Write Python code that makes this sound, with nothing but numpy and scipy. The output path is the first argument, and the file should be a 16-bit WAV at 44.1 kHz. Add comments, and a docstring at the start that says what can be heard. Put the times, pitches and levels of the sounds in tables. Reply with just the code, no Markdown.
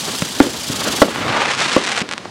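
"""A paved lane at night: a ground spinner firework burns out. Its whirling jet hisses, one pulse a turn,
then slows to a low rush that breaks up into a sputter of tiny shocks and a few last cracks.
Lumps of powder pop on the way; the ground mirrors each, nearby walls echo it,
and the loudest overload the microphone. Faint night noise lies underneath."""
import sys
import numpy as np
from scipy import signal
from scipy.fft import rfft, irfft, next_fast_len
from scipy.io import wavfile
from scipy.ndimage import map_coordinates

SR = 44100
rng = np.random.default_rng(int(sys.argv[2]) if len(sys.argv) > 2 else 0)


def to_wav(s):
    """Save 16-bit WAV."""
    ch = np.atleast_2d(s).T  # columns
    pcm = np.round(np.clip(ch, -1, 1) * 32767)  # PCM
    wavfile.write(sys.argv[1], SR, pcm.astype(np.int16))


N = 101429

# casing spin, nozzle facing the listener at whole turns: time_s, turns
SPIN_TURNS = [(0, -.15), (.05, .95), (.1, 2.45), (.3, 8.35), (.48, 13.3), (.65, 18.25), (.75, 20.6),
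              (.9, 24.5), (1.03, 27.3), (1.2, 31.1), (1.5, 35)]
# jet hiss: time_s, level_db
JET_LEVEL = [(0, -26), (.2, -25.5), (.32, -28.5), (.43, -26.5), (.52, -31), (.62, -26.5), (.78, -26),
             (.9, -25), (1.01, -23), (1.07, -33), (1.2, -35), (1.35, -44), (2.05, -85)]
# hiss swing over a turn: time_s, swing_db
JET_SWING = [(0, 1.5), (.25, 2.2), (.55, 2), (.72, 4.2), (.96, 4.4), (1.2, 1.5)]
# jet hiss: freq_hz, level_db
JET_SPECTRUM = [(300, -31), (1200, -14.5), (2200, -8), (3200, 0.5), (4500, -1), (6400, -2.5), (9000, -7.5),
                (12000, -14), (15500, -21)]
# powder pops: start_s, thump_db, pitch_hz, thump_t60_s, crack_db, crack_width_ms, burst_db, tail_db
POWDER_POPS = [(0.2216, -3.5, 162, 0.041, -0.5, 0.076, -20, -35),
               (0.4021, 19.5, 279, 0.019, 14.5, 0.37, -19, -7.5),
               (0.6995, -6.5, 134, 0.039, -35, 0.2, -32, -25.5),
               (.875, -26, 176, 0.028, -21, 0.31, -19, -29), (1.018, 8, 287, .021, 14, 0.186, 5, -11),
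               (1.7649, 2.5, 259.9, .014, 9, 0.44, -3, -18.5),
               (2.016, -8.5, 174, 0.029, -33, 0.14, -43, -28.5)]
# gas burst of a pop: freq_hz, level_db
BURST_SPECTRUM = [(30, -16), (150, -14), (280, -8.5), (430, 0), (560, 6.5), (800, -8), (1000, -10.5),
                  (1450, -4), (2200, -23), (5000, -22.5), (10000, -58)]
# scattered tail of a pop: freq_hz, level_db
TAIL_SPECTRUM = [(40, -55), (130, -11), (280, 7.5), (480, 3.5), (800, -13), (1500, -12), (3000, -18),
                 (9000, -60)]
# nearby walls: delay_s, gain_db
WALL_ECHOES = [(.017, -26.5), (.031, -46), (.049, -41), (0.066, -27.5)]
# sputter before trim: time_s, level_db
SPUTTER_LEVEL = [(1.07, -33), (1.2, -25.5), (1.286, -18.5), (1.42, -16), (1.5, -19), (1.525, -18),
                 (1.565, -25.5), (1.602, -15.5), (1.68, -20.5), (1.728, -15), (1.785, -23), (1.81, -24),
                 (1.85, -19), (1.88, -21), (1.91, -20.5), (1.945, -22.5), (1.983, -17.5), (2.007, -21),
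                 (2.025, -28)]
# sputter shocks: time_s, rate_per_s, width_ms
SPUTTER_GRAIN = [(0, 490, 0.095), (1.1, 1900, 0.062), (1.3, 2990, 0.14), (1.45, 2870, .12),
                 (1.55, 870, 0.065), (1.61, 1380, 0.07), (1.72, 2270, 0.065), (1.85, 900, .06),
                 (1.98, 894, 0.067)]
# ember cracks: start_s, level_db, width_ms
EMBER_CRACKS = [(1.1601, -7, 0.17), (1.4195, -3, 0.15), (1.5152, -2, 0.063), (1.528, -11, 0.046),
                (1.55, -3, .06), (1.6053, 3, 0.041), (1.9195, -1.5, 0.047), (2.0126, -13, 0.037),
                (2.017, -2.5, 0.075), (2.021, -5.5, 0.083), (2.0903, -6, 0.059), (2.1125, -3.5, 0.069),
                (2.116, -8.5, 0.077), (2.1242, -4.5, .06), (2.129, -9, 0.08), (2.1361, -2.5, 0.079),
                (2.1795, -5, 0.074), (2.2516, -18, .1), (2.2559, -12.5, 0.26)]
# flame roar: time_s, level_db
ROAR_LEVEL = [(0, -40), (.08, -27), (.17, -31), (.33, -32), (.5, -32.5), (.62, -35), (.77, -31),
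              (.87, -22.5), (.97, -25), (1.08, -31), (1.28, -23), (1.45, -26), (1.6, -27.5), (1.85, -32.5),
              (2.01, -35), (2.08, -38), (2.3, -46)]
# flame roar: freq_hz, level_db
ROAR_SPECTRUM = [(60, -50), (130, -2), (260, 1.5), (480, -4), (750, -7), (1200, -5.5), (2200, -13.5),
                 (4000, -13.5), (10000, -57)]
# flame billows: time_s, level_db
BILLOW_LEVEL = [(0, -35), (.3, -36), (.7, -31), (1.1, -33.5), (1.3, -27.5), (1.6, -41.5), (1.9, -47),
                (2.3, -51)]
# flame billows: freq_hz, level_db
BILLOW_SPECTRUM = [(25, 5.5), (60, 9.5), (120, 5.5), (200, 0.5), (400, -10), (1000, -72)]
# night noise: freq_hz, level_db
NIGHT_SPECTRUM = [(25, -26), (80, -7.5), (200, -6.5), (400, -12.5), (800, -13), (1500, -18), (5000, -23.5),
                  (10000, -37), (13000, -56)]

GROUND_DELAY_S = 0.0036
TIME_S = np.arange(N) / SR


def amp(db):
    """Decibels to gain."""
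    return 10 ** (np.asarray(db) / 20)


def unit_rms(x):
    """Scale to rms 1."""
    return x / np.sqrt(np.mean(x ** 2) + 1e-20)


def curves(table):
    """Per-sample curve of each column after time_s."""
    time_s, *columns = np.transpose(table)
    return [np.interp(TIME_S, time_s, column) for column in columns]


def wobble(rate_hz):
    """Smooth curve through unit-variance random knots."""
    knots = rng.standard_normal(int(N * rate_hz / SR) + 4)
    return map_coordinates(knots, [TIME_S * rate_hz])


def filtered(x, response):
    """Apply the gain response(freq_hz)."""
    size = next_fast_len(N + 8192)
    return irfft(rfft(x, size) * response(np.fft.rfftfreq(size, 1 / SR)), size)[:N]


def noise(spectrum):
    """Coloured noise, rms 1."""
    freq_hz, level_db = np.transpose(spectrum)
    white = rng.standard_normal(N)
    return unit_rms(filtered(white, lambda hz: amp(np.interp(np.log(hz + 1), np.log(freq_hz), level_db))))


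def delayed(x, delay_s):
    """Constant or moving delay."""
    return map_coordinates(x, [np.arange(N) - delay_s * SR], order=3)


def butterworth(x, kind, order, cut_hz):
    """Causal low- or high-pass."""
    return signal.sosfilt(signal.butter(order, cut_hz, kind, fs=SR, output="sos"), x)


def shocks(start_s, gain, width_ms):
    """Tiny blast waves: sharp spike, shallow rebound."""
    index = (start_s * SR).astype(int)[:, None] + np.arange(160)
    age_ms = np.maximum(index / SR - start_s[:, None], 0) * 1000
    age = age_ms / width_ms[:, None]
    shape = age * (age - 2) * np.exp(-age) / 0.46  # spike of -1
    train = np.bincount(np.clip(index, 0, N).ravel(), (gain[:, None] * shape).ravel(), N + 1)[:N]
    return butterworth(train, "lowpass", order=5, cut_hz=9070)


def jet_hiss(skim_ms=0.5313, skim_swing_ms=0.1515, flutter_db=1.3):
    """The jet swings past once a turn; its reflection off the paving sweeps through it."""
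    (turns,), (level_db,), (swing_db,) = curves(SPIN_TURNS), curves(JET_LEVEL), curves(JET_SWING)
    angle_rad = 2 * np.pi * turns
    direct = noise(JET_SPECTRUM)
    reflected = 0.4 * delayed(direct, (skim_ms - skim_swing_ms * np.sin(angle_rad)) / 1000)
    envelope = amp(level_db + swing_db * np.cos(angle_rad) + flutter_db * wobble(rate_hz=260))
    return unit_rms(direct + reflected) * envelope


def powder_pops(rise_s=0.00028, burst_t60_s=0.046, near_t60_s=0.16,
                far_delay_s=0.027, far_db=-16, far_t60_s=0.43):
    """Thump, crack and gas burst, mirrored by the ground, echoed by walls and scattered."""
    direct, scattered = np.zeros(N), np.zeros(N)
    for start_s, thump_db, pitch_hz, thump_t60_s, crack_db, crack_ms, burst_db, tail_db in POWDER_POPS:
        age_s = np.maximum(TIME_S - start_s, 0)
        thump_envelope = amp(thump_db - 60 * age_s / thump_t60_s) * (1 - np.exp(-age_s / rise_s))
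        thump = thump_envelope * np.sin(2 * np.pi * pitch_hz * age_s)
        crack = shocks(np.array([start_s]), amp([crack_db]), np.array([crack_ms]))
        burst = amp(burst_db - 60 * age_s / burst_t60_s) * noise(BURST_SPECTRUM) * (age_s > 0)
        direct += thump + crack + burst
        near = amp(-60 * age_s / near_t60_s) * (age_s > 0)
        far = amp(far_db - 60 * (age_s - far_delay_s) / far_t60_s) * (age_s > far_delay_s)
        scattered += amp(tail_db) * noise(TAIL_SPECTRUM) * (near + far)
    blast = direct + 0.33 * delayed(direct, GROUND_DELAY_S)
    echoes = sum(amp(gain_db) * delayed(blast, delay_s) for delay_s, gain_db in WALL_ECHOES)
    return blast + echoes + scattered


def sputter(onset_s=1.07, end_s=2.024, early_db=-39.5, trim_db=-0.5, clump_db=3.5, size_scatter_db=7):
    """Dense, broad shocks make a rush; sparser, sharper ones crackle in clumps."""
    (rate_per_s, width_ms), (level_db,) = curves(SPUTTER_GRAIN), curves(SPUTTER_LEVEL)
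    count = np.cumsum(rate_per_s * amp(clump_db * wobble(rate_hz=140))) / SR
    jitter, size, spread = rng.standard_normal((8000, 3))[:int(count[-1])].T
    start_s = np.interp(np.arange(len(jitter)) + 0.592 * jitter, count, TIME_S)
    gain = amp(size_scatter_db * np.minimum(size, 1))
    shock_ms = np.interp(start_s, TIME_S, width_ms) * np.exp(0.24 * spread)
    direct = shocks(start_s, gain, shock_ms)
    reflected = 0.41 * delayed(direct, GROUND_DELAY_S + 0.000526 * wobble(rate_hz=40))
    train = butterworth(direct + reflected, "highpass", order=1, cut_hz=256)
    levelled = unit_rms(train / np.sqrt(rate_per_s * width_ms))
    envelope = amp(np.where(TIME_S < onset_s, early_db, level_db + trim_db)) * (TIME_S < end_s)
    return levelled * envelope


def ember_cracks():
    """Single shocks from the embers, each doubled by the ground."""
    start_s, level_db, width_ms = np.transpose(EMBER_CRACKS)
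    direct = shocks(start_s, amp(level_db), width_ms)
    return direct + 0.35 * delayed(direct, GROUND_DELAY_S)


def flame(flutter_db=2.76, waver_db=2.5):
    """Burning powder roars and flutters over slow, deep billows."""
    (roar_db,), (billow_db,) = curves(ROAR_LEVEL), curves(BILLOW_LEVEL)
    roar = noise(ROAR_SPECTRUM) * amp(roar_db + flutter_db * wobble(rate_hz=60.78))
    billows = noise(BILLOW_SPECTRUM) * amp(billow_db + waver_db * wobble(rate_hz=11))
    return roar + billows


def night(level_db=-35):
    """Faint, steady, mostly low noise."""
    return amp(level_db) * noise(NIGHT_SPECTRUM)


def scene():
    """Firework over night noise, mono."""
    return (night() + jet_hiss() + flame() + sputter() + ember_cracks() + powder_pops())[None]


def record(dry):
    """Microphone: bass cut, clipping at full scale, band limit."""
    hardness, top_hz = 16, 15900
    thinned = butterworth(dry[0], "highpass", order=2, cut_hz=126)
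    clipped = thinned / (1 + np.abs(thinned) ** hardness) ** (1 / hardness)
    return filtered(clipped, lambda hz: hz < top_hz)[None]


dry = scene()
out = record(dry)
to_wav(out)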